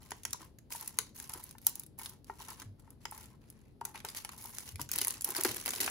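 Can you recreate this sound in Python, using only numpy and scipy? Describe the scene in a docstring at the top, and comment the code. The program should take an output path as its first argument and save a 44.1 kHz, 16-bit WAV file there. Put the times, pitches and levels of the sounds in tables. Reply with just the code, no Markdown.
"""Unwrapping a plastic disc case

Fingers turn a shrink-wrapped case over a desk, pick at the film, turn it back, tear the film and peel it off.
Film: sharp snaps over fine crinkle, as filtered ticks and noise bursts. Hollow case: knocks and rubs, as
decaying sine modes. Loose sheet: flaps, as swelling sines and band noise. Low rumble and faint hiss beneath.
A small room (diffuse tail, one wall echo) and two closely spaced microphones."""
import sys
import numpy as np
from scipy import signal
from scipy.fft import rfft, irfft, next_fast_len
from scipy.io import wavfile
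from scipy.ndimage import uniform_filter1d

SR = 44100
rng = np.random.default_rng(int(sys.argv[2]) if len(sys.argv) > 2 else 0)


def generate_wav(sig):
    """Save sig (samples, or channels by samples) to the path in sys.argv[1] as 16-bit PCM at SR."""
    pcm = np.round(np.clip(np.atleast_2d(sig).T, -1, 1) * 32767).astype(np.int16)
    wavfile.write(sys.argv[1], SR, pcm)


N = 260190

# modes of the hollow case, main resonance first, pitches scaled per blow: (f/Hz, relative level/dB, t60/s)
CASE_MODES = [(911.4, 6, 0.031), (924, -7.5, 0.016), (1049, -13.5, 0.076), (1373, -14, 0.069),
              (1420, 0.5, 0.013), (1605, -15.5, 0.012), (1890, -13, 0.054), (2120, -9, 0.015),
              (2420, -24.5, 0.043), (2838, -16.5, .025), (390, -14.5, 0.086)]


def amp(db):
    """Decibels to gain."""
    return 10 ** (np.asarray(db) / 20)


def evened(x):
    """Scales to an rms of 1."""
    return x / np.sqrt(np.mean(x ** 2) + 1e-20)


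def read(points, hz):
    """Interpolates a table on a log-frequency axis."""
    f, value = np.transpose(points)
    return np.interp(np.log(hz + 1), np.log(f), value)


def add(mix, s, sound):
    """Mixes a stereo sound in at time s."""
    part = mix[:, max(round(s * SR), 0):][:, :sound.shape[1]]
    part += sound[:, :part.shape[1]]


def balance(left_db):
    """Left and right gains, raised and lowered by the same amount."""
    return amp([[left_db], [-left_db]])


def band_noise(low_hz, high_hz, size):
    """Noise of rms 1 between two frequencies."""
    sos = signal.butter(2, [low_hz, high_hz], "band", fs=SR, output="sos")
    return evened(signal.sosfilt(sos, rng.standard_normal(size)))


def pair(a, b, hz):
    """Left and right spectra, as alike as the microphones make them, from two unrelated ones."""
    # left-right likeness of diffuse sound: (f/Hz, likeness 0-1)
    likeness = [(50, 0.91), (130, 0.69), (350, 0.57), (1000, 0.27), (3000, 0.08), (5800, 0.3), (7000, 0.4),
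                (10500, 1), (16000, 0.5)]
    same = np.clip(read(likeness, hz), 0, 1)
    return np.array([a, same * a + np.sqrt(1 - same ** 2) * b])


def causal(gain_db):
    """Minimum-phase impulse response with this spectrum, by folding the cepstrum."""
    cepstrum = irfft(np.log(amp(gain_db)))
    half = len(cepstrum) // 2
    cepstrum[1:half] *= 2
    cepstrum[half + 1:] = 0
    return irfft(np.exp(rfft(cepstrum)))


def still_air(level_db=-59, left_db=1.4):
    """The steady low rumble and faint hiss of the room, as shaped noise."""
    # spectrum of the still room: (f/Hz, relative level/dB)
    still_spectrum = [(20, -45), (32, -18.5), (42, -3), (56, -2), (135, -0.5), (170, -7.5), (225, -5),
                      (380, -13.5), (600, -21), (1100, -33), (2500, -40.5), (4500, -39.5), (7000, -51.5),
                      (11000, -41.5), (16000, -51.5)]
    hz = np.fft.rfftfreq(N, 1 / SR)
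    noise = pair(*rfft(rng.standard_normal((2, N))), hz)
    air = irfft(noise * amp(read(still_spectrum, hz)), N)
    return amp(level_db) * evened(air) * balance(left_db)


def room(x, wet_db=-14, wall_db=-24, wall_s=0.028, build_s=0.0016):
    """A short diffuse tail, decaying at its own rate in each band, and one distinct echo from a wall."""
    # reverberation: (f/Hz, t60/s)
    reverb = [(200, 0.45), (1300, 0.21), (4000, 0.31), (9000, 0.21), (16000, 0.05)]
    size = SR // 2
    t = np.arange(size) / SR
    taps = rng.standard_normal((2, size)) * (rng.random((2, size)) < .15)
    taps *= 1 - np.exp(-(t / build_s) ** 2)
    hz, frame_s, z = signal.stft(taps, SR, nperseg=256)
    decay = amp(-60 * frame_s / read(reverb, hz)[:, None])
    tail = signal.istft(pair(*z, hz[:, None]) * decay, SR, nperseg=256)[1]
    tail *= amp(wet_db) / np.linalg.norm(tail[0])
    scatter = rng.standard_normal((1, 100)) * np.exp(-np.arange(100) / 40)
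    add(tail, wall_s, amp(wall_db) * scatter / np.linalg.norm(scatter))
    return signal.oaconvolve(x, tail, axes=1)[:, :N]


def handling(grip_s=0.012, ease_db_per_s=14, release_db_per_s=309.5):
    """Summed finger strokes: each takes hold, eases as the film gives, and dies away when the fingers stop."""
    # strokes: (start t/s, length/s, crinkle drive level/dB, brightness before offsets/dB per octave,
    #           case rub drive level/dB)
    strokes = [(0, 0.2, -62.5, -2, -63), (0.26, 0.1, -60, -3.5, -74), (0.388, 0.052, -58, -2, -52),
               (0.698, 0.062, -45.5, 2, -54.5), (.775, 0.11, -51, .5, -53.5), (.92, 0.16, -62, -0.5, -62),
               (1.142, 0.095, -51.5, 2, -59.5), (1.223, 0.043, -55, -0.5, -60),
               (1.285, 0.11, -52, 2.5, -50.5), (1.378, .13, -57.5, 0.5, -66.5),
               (1.609, 0.07, -58.5, 3, -68), (1.658, 0.02, -44.5, 6, -49),
               (1.719, 0.09, -62.5, -1.5, -64.5), (1.977, 0.078, -48, 2.5, -50),
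               (2.079, 0.057, -64, -0.5, -59), (2.258, 0.12, -65, -1.5, -69),
               (2.381, 0.072, -53, -.5, -55.5), (2.471, 0.051, -51, -1, -48.5),
               (2.571, 0.042, -56, -4, -59), (2.777, 0.15, -76, -2.5, -67), (3, 0.15, -66.5, -2, -68),
               (3.108, .14, -55, 0.5, -54), (3.262, 0.071, -70.5, -3, -63), (3.403, 0.29, -72.5, -5, -74.5),
               (3.836, 0.063, -61, 0, -54.5), (3.939, 0.011, -45, -4.5, -45), (4.039, 0.08, -53.5, -2, -60),
               (4.141, 0.039, -43.5, -0.5, -63), (4.234, 0.0055, -53, -2, -55),
               (4.311, 0.017, -51.5, 0, -53), (4.37, 0.13, -50, 3, -54), (4.522, 0.11, -50, 1.5, -60),
               (4.653, 0.031, -47, 0.5, -59.5), (4.781, 0.026, -48, -1, -62),
               (4.889, 0.046, -52.5, -1.5, -73), (4.924, .11, -40, 0, -63),
               (5.049, 0.11, -47.5, -1.5, -54.5), (5.236, 0.085, -43.5, 0.5, -47.5),
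               (5.348, 0.057, -39.5, -0.5, -42.5), (5.439, 0.066, -36.5, -0.5, -48.5),
               (5.533, 0.086, -45.5, -1, -72), (5.65, 0.05, -38, 0, -73), (5.718, 0.12, -41.5, 0.5, -51),
               (5.788, 0.084, -35, -0.76, -50)]
    t = np.arange(N) / SR
    film_power, bright, rub_power = np.full(N, 1e-12), np.zeros(N), np.zeros(N)
    for s, length_s, film_level_db, brightness, rub_level_db in strokes:
        span = slice(max(round(s * SR), 0), round((s + length_s + .5) * SR))
        age_s = t[span] - s
        fall_db = ease_db_per_s * age_s + release_db_per_s * np.maximum(age_s - length_s, 0)
        shape = np.clip(age_s / grip_s, 0, 1) * amp(-fall_db)
        power = (amp(film_level_db) * shape) ** 2
        film_power[span] += power
        bright[span] += brightness * power
        rub_power[span] += (amp(rub_level_db) * shape) ** 2
    return np.sqrt(film_power), bright / film_power, np.sqrt(rub_power)


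def sheet(effort, billow_db=-15, low_hz=220, high_hz=480, wobble=0.11, rumple_top=4, left_db=1):
    """Broad film pushes air: single rumpled flaps, and a soft billowing with each pull once it hangs free."""
    # pushes of air from palm and loose sheet: (start t/s, level/dB, f/Hz)
    flaps = [(0.406, -52, 334), (1.354, -49, 366), (2.615, -55, 306), (2.655, -45.5, 102.4),
             (4.044, -49, 412), (4.73, -40, 87.7), (4.795, -45, 314), (4.809, -45, 137), (5.013, -43, 397),
             (5.289, -43, 386), (5.384, -34, 378), (5.449, -27, 392), (5.485, -43, 290),
             (5.49, -44.5, 111.6)]
    swell_cycles, rumple_at_400_hz_db, rumple_db_per_octave = 1.7, -5, 10
    out, t = np.zeros((2, N)), np.arange(SR // 4) / SR
    for s, db, hz in flaps:
        drift = evened(uniform_filter1d(rng.standard_normal(len(t)), size=90))
        turns = np.cumsum(hz * (1 + wobble * drift)) / SR
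        # small, high areas rumple more than broad, low ones
        rumple_db = rumple_at_400_hz_db + rumple_db_per_octave * np.log2(hz / 400)
        rumple = amp(rumple_db) * band_noise(hz / 2, hz * rumple_top, len(t))
        swing = np.sin(2 * np.pi * turns) + rumple
        swell = t * hz / swell_cycles
        add(out, s, (amp(db) * swell * np.exp(1 - swell) * swing)[None])
    loose = np.interp(np.arange(N) / SR, [4.7, 5.22], [0, 1])  # film comes free of the case
    billow = amp(billow_db) * loose * effort * band_noise(low_hz, high_hz, N)
    return (out + billow) * balance(left_db)


def case_ring(main_hz, hardness, spot_db=2, grip=0.026, apart=0.54, press_s=0.0012, size=4096):
    """The case's modes, of unit energy; their mix and pitch change with the spot and the grip."""
    t, first_hz = np.arange(size) / SR, CASE_MODES[0][0]
    out = np.zeros((2, size))
    for hz, db, t60_s in CASE_MODES:
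        octaves = np.log2(hz / first_hz)
        pitch_hz = hz * main_hz / first_hz * (1 + grip * octaves * rng.standard_normal())
        phase = 2 * np.pi * rng.random() * min(abs(octaves), 1)
        phase = phase + apart * rng.standard_normal((2, 1))  # left and right differ
        mode_db = db + hardness * max(octaves, 0) + spot_db * rng.standard_normal()
        out += amp(mode_db - 60 * t / t60_s) * np.sin(2 * np.pi * pitch_hz * t + phase)
    return evened(out * (1 - np.exp(-(t / press_s) ** 2))) / np.sqrt(size)


def case(rubbing, knock_db=20, rub_db=-6, rub_hardness=1, rub_spread=0.067, left_db=1.5, count=8):
    """Fingertips knock on the hollow case and drag over it in small slips, exciting its modes."""
    # blows: (t/s, level before knock_db/dB, main resonance f/Hz,
    #         hardness/dB per octave: finger pads below 0, nails and snaps above)
    blows = [(0.1188, -36.5, 963, -1), (0.2517, -41.5, 928, 13), (0.3448, -40.5, 974, -19),
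             (0.7508, -39.5, 918, 1), (0.9881, -32.5, 1007, 7), (1.552, -49, 906, 3), (1.6683, -39, 892, 1),
             (2.2983, -32.5, 889, -3), (2.405, -44, 930, -7), (2.877, -54.5, 898, 2), (3.0551, -38, 943, 9),
             (3.1229, -40, 865, 1.5), (3.8144, -32.5, 920, -12), (3.8536, -45.5, 920, 2.5),
             (4.0478, -38.5, 880, 5.5), (4.2486, -42, 848, 8), (4.4524, -43.5, 913, -21),
             (4.795, -37.5, 971, 0), (5.0156, -35, 1012, 15), (5.072, -40.5, 962, 5), (5.2895, -42, 820, 8)]
    out = np.zeros((2, N))
    for s, db, main_hz, hardness in blows:
        add(out, s - .001, amp(db + knock_db) * case_ring(main_hz, hardness))
    first_hz = CASE_MODES[0][0]
    rings = [case_ring(first_hz * rng.normal(1, rub_spread), rub_hardness) for _ in range(count)]
    slips = rng.standard_normal((count, N)) * (rng.random((count, N)) < .001)
    rub = np.zeros((2, N))
    for train, ring in zip(slips, rings):
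        rub += signal.oaconvolve(train[None], ring, axes=1)[:, :N]
    return (out + evened(rub) * rubbing * amp(rub_db)) * balance(left_db)


def film_db(hz, brightness, own_hz, own_db=6, own_octaves=0.24, knee_hz=1700, top_hz=12000):
    """The film's spectrum: tighter creases are brighter, and each has one broad resonance of its own."""
    # colour of the film: (f/Hz, relative level/dB)
    film_colour = [(100, -27), (400, -11), (650, -7), (950, -2), (1500, -1), (2400, -1), (4000, -1.5),
                   (5500, 0), (8000, -1), (10000, 2), (11200, 2), (12800, 0), (14200, -2.5), (16000, -5)]
    own = own_db * np.exp(-.5 * (np.log2((hz + 1) / own_hz) / own_octaves) ** 2)
    tilt = brightness * np.log2(np.clip(hz, knee_hz, top_hz) / top_hz)
    return read(film_colour, hz) + own + tilt


def crease(ring, brightness, own_hz, patchy_db=3, tick_s=.0001, desk=0.088, desk_s=0.00033, size=1024):
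    """One buckle, of unit energy: a tick, its echo off the desk, and bending waves dying out in the sheet."""
    hz, t = np.fft.rfftfreq(size, 1 / SR), np.arange(size) / SR
    ring_s, treble_s, flutter = .005, .0024, .45
    small_modes = evened(signal.resample(rng.standard_normal(size=56), len(hz)))
    colour = rfft(causal(film_db(hz, brightness, own_hz) + patchy_db * small_modes))
    # bending waves disperse: the treble arrives a moment before the bass
    delay_s = 2 * tick_s * (1 - hz / hz[-1])
    arrival = np.exp(-2j * np.pi * np.cumsum(delay_s) * hz[1])
    echo = desk * np.exp(-2j * np.pi * hz * desk_s * rng.uniform(0.81, 2.1))
    sides = pair(1 + echo, rng.choice([-1j, 1j]) * (1 - echo), hz)
    tick = irfft(colour * arrival * sides)
    unsteady = np.exp(flutter * signal.resample(rng.standard_normal(size=40), size))
    noise = rng.standard_normal((2, size)) * unsteady
    slow = rfft(evened(noise * np.exp(-t / ring_s)))
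    fast = rfft(evened(noise * np.exp(-t / treble_s)))
    treble = np.minimum(hz / 12000, 1)  # short waves die first
    waves = irfft(colour * pair(*((1 - treble) * slow + treble * fast), hz))
    ring = np.clip(ring, .02, .95)
    return (np.sqrt(1 - ring) * evened(tick) + np.sqrt(ring) * evened(waves)) / np.sqrt(size)


def crinkle(effort, brightness, level_db=-1, duller=-.3, clump_db=2, low_hz=1800, high_hz=14000, count=48):
    """Countless tiny creases in short avalanches, mostly small, a few larger, as strong as the fingers work."""
    spread_db, ring = 4.6, .55
    # film stretched on the case fizzes finely; pulled free, it folds in fewer, larger creases
    per_s = np.interp(np.arange(N) / SR, [4.4, 5], [1700, 650])
    avalanche_db = clump_db * evened(uniform_filter1d(rng.standard_normal(N), size=220))
    size_db = spread_db * np.minimum(rng.exponential(1, N), 4)
    clicks = (rng.random(N) < per_s / SR) * amp(avalanche_db + size_db) * rng.choice([-1, 1], N)
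    # the strain is let go at a steady pace
    clicks /= np.sqrt(abs(uniform_filter1d(clicks ** 2, size=1100)) + 1e-6)
    clicks *= effort * amp(level_db)
    shades = np.linspace(-6, 5, count)  # dB per octave
    wanted = brightness + duller + rng.standard_normal(N)
    shade = np.rint(np.interp(wanted, shades, np.arange(count))).astype(int)
    creases = [crease(ring, b, low_hz * (high_hz / low_hz) ** rng.random()) for b in shades]
    out = np.zeros((2, N))
    for i in np.flatnonzero(clicks):
        add(out, i / SR, clicks[i] * creases[shade[i]])
    return out


def stray_snaps(effort, brightness, over_db=8, extra_db=6, brighter=3, ring=0.64,
                low_hz=2000, high_hz=13000, count=200):
    """Middling buckles at chance moments, as strong as the fingers work."""
    out = np.zeros((2, N))
    for k, (when, pitch, strength) in enumerate(rng.random((count, 3))):
        i = int((k + when) / count * N)
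        buckle = crease(ring, brightness[i] + brighter, low_hz * (high_hz / low_hz) ** pitch)
        gain = effort[i] * amp(over_db + extra_db * strength)
        add(out, i / SR, gain * np.sqrt(SR / 1000) * buckle)
    return out


def snaps(lead_s=0.00016):
    """The large buckles and tears of the film, each one crease."""
    # loudest buckles: (t/s, level over 1 ms/dB, after-ring share of energy 0-1 (clipped in crease),
    #                   brightness/dB per octave, crease resonance f/Hz)
    buckles = [(0.1071, -35, .95, 0.5, 7200), (0.1181, -30.5, 1, -7.5, 6600), (0.2338, -39, 1, 2, 7100),
               (0.2516, -23, 0.87, -0.5, 6700), (0.3077, -39, 0.6, 2, 7900),
               (0.331, -22.5, 0.94, 1.8, 6530), (0.5863, -46.5, 0.9, 2.5, 1900), (.7237, -28.5, 1, 1, 6300),
               (0.811, -32.5, .5, 4, 1700), (0.8763, -24.5, 0.73, 8.5, 1800),
               (0.9876, -15.5, 0.87, 0.5, 7660), (1.2003, -32.5, 0.6, 2.5, 7100),
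               (1.2952, -33.5, 0.7, 0.5, 10400), (1.336, -28.5, 1, 1.5, 10400),
               (1.4395, -34, 0.9, 13.5, 1700), (1.5106, -40.5, 0.6, 2, 10000),
               (1.5834, -44, 0.6, 0.5, 4500), (1.6674, -10, 1, 6.5, 12800), (1.7552, -30, 0.95, 9, 4700),
               (1.7962, -29.5, 0.9, 9.5, 1800), (1.8346, -40.5, .7, 2, 13300), (1.8637, -43.5, 1, 5, 8950),
               (1.9889, -32, 0.54, 18, 1660), (2.0596, -31, 0.9, 1, 4130), (2.0952, -36.5, 0.9, 6.5, 4200),
               (2.245, -48.5, 0.3, 3.5, 4200), (2.5034, -37, 0.1, 11, 8800), (2.5997, -38, 0.7, -1, 7500),
               (2.619, -36.5, 1, -4.5, 8300), (2.7967, -51.5, .95, 1, 1920), (2.905, -42.5, 0.86, 7, 9400),
               (3.0535, -29.5, 0.99, -6, 6780), (3.112, -34.5, .95, 13, 7940), (3.1785, -40, 0.5, 5, 1930),
               (3.5016, -41, 0.54, 8, 1600), (3.811, -42.5, 0.97, -3, 1600),
               (3.8516, -24.5, 0.92, 5.5, 1600), (4.003, -41, 0.6, -4.5, 9400),
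               (4.0495, -29.5, 1, -2.5, 13500), (4.087, -31, 1, -1, 4500), (4.1716, -30, .6, 2.5, 6040),
               (4.248, -30, 1, -0.5, 1550), (4.2915, -34, 0.8, -5, 13300), (4.4576, -34.5, 0.6, 5.5, 1600),
               (4.5851, -28, 0.1, 1.5, 7200), (4.7581, -36.5, 0.6, 1, 4470),
               (4.8151, -26.5, 0.66, 3.5, 5340), (4.8906, -34.5, 0.85, -1.5, 7460),
               (4.916, -22, 0.5, 4.5, 7150), (4.9369, -26, 0.9, 2.5, 4570), (4.9602, -22.5, .3, 17, 4700),
               (4.9856, -19.5, 0.84, 1, 10000), (5.0154, -18, 0.9, 5.5, 4500),
               (5.0485, -21.5, .1, 4.5, 2000), (5.0717, -21.5, 0.4, 19, 1900),
               (5.082, -18.5, 0.23, 4, 9700), (5.107, -24.5, 0.85, 4.5, 6200), (5.21, -29, 0.6, 4.5, 7000),
               (5.2205, -29.5, 0.75, 4, 8700), (5.2455, -16.5, 0.96, 11.5, 3100),
               (5.2896, -29, 0.1, 6, 10000), (5.3042, -24, 0.9, 6, 1800), (5.3495, -27, 1, -1.5, 1700),
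               (5.3654, -22.5, 0.65, 3.5, 1880), (5.4102, -22, 0.74, 4, 1700), (5.436, -21, .4, 6, 7000),
               (5.449, -17.5, 0.64, 0, 13400), (5.5671, -27, 0.93, 4, 1710), (5.6604, -22, 0.6, 0, 13500),
               (5.678, -28, 1, -12, 13500), (5.7346, -27.5, 1, 0.5, 3100), (5.8053, -23.5, 1, 2, 2580),
               (5.8151, -29.5, 0.3, -2, 4500), (5.8786, -25, .7, -16, 2500)]
    out = np.zeros((2, N))
    for s, db, ring, brightness, own_hz in buckles:
        add(out, s - lead_s, amp(db) * np.sqrt(SR / 1000) * crease(ring, brightness, own_hz))
    return out


def scene():
    """Film and case in the room."""
    effort, brightness, rubbing = handling()
    near = sheet(effort) + case(rubbing)
    near += crinkle(effort, brightness) + stray_snaps(effort, brightness) + snaps()
    # the hands keep moving, so the reflections change from one snap to the next
    turn = 2 * np.pi * np.arange(N) / SR
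    return still_air() + room(near * np.cos(turn)) + room(near * np.sin(turn)) + near


def record(dry):
    """The microphones are in step up to the treble; above it the left one lags. Then the band limit."""
    lag_s, split_hz, edge_hz = .00023, 6400, 15850
    size = next_fast_len(N + SR) * 2
    hz, z = np.fft.rfftfreq(size, 1 / SR), rfft(dry, size)
    left = z[0] * np.exp(-2j * np.pi * lag_s * np.maximum(hz - split_hz, 0))
    heard = irfft(np.array([left, z[1]]), size)[:, :N]
    low_pass = signal.firwin(301, edge_hz, window=("kaiser", 8), fs=SR)
    return signal.oaconvolve(heard, low_pass[None], "same")


dry = scene()
out = record(dry)
generate_wav(out)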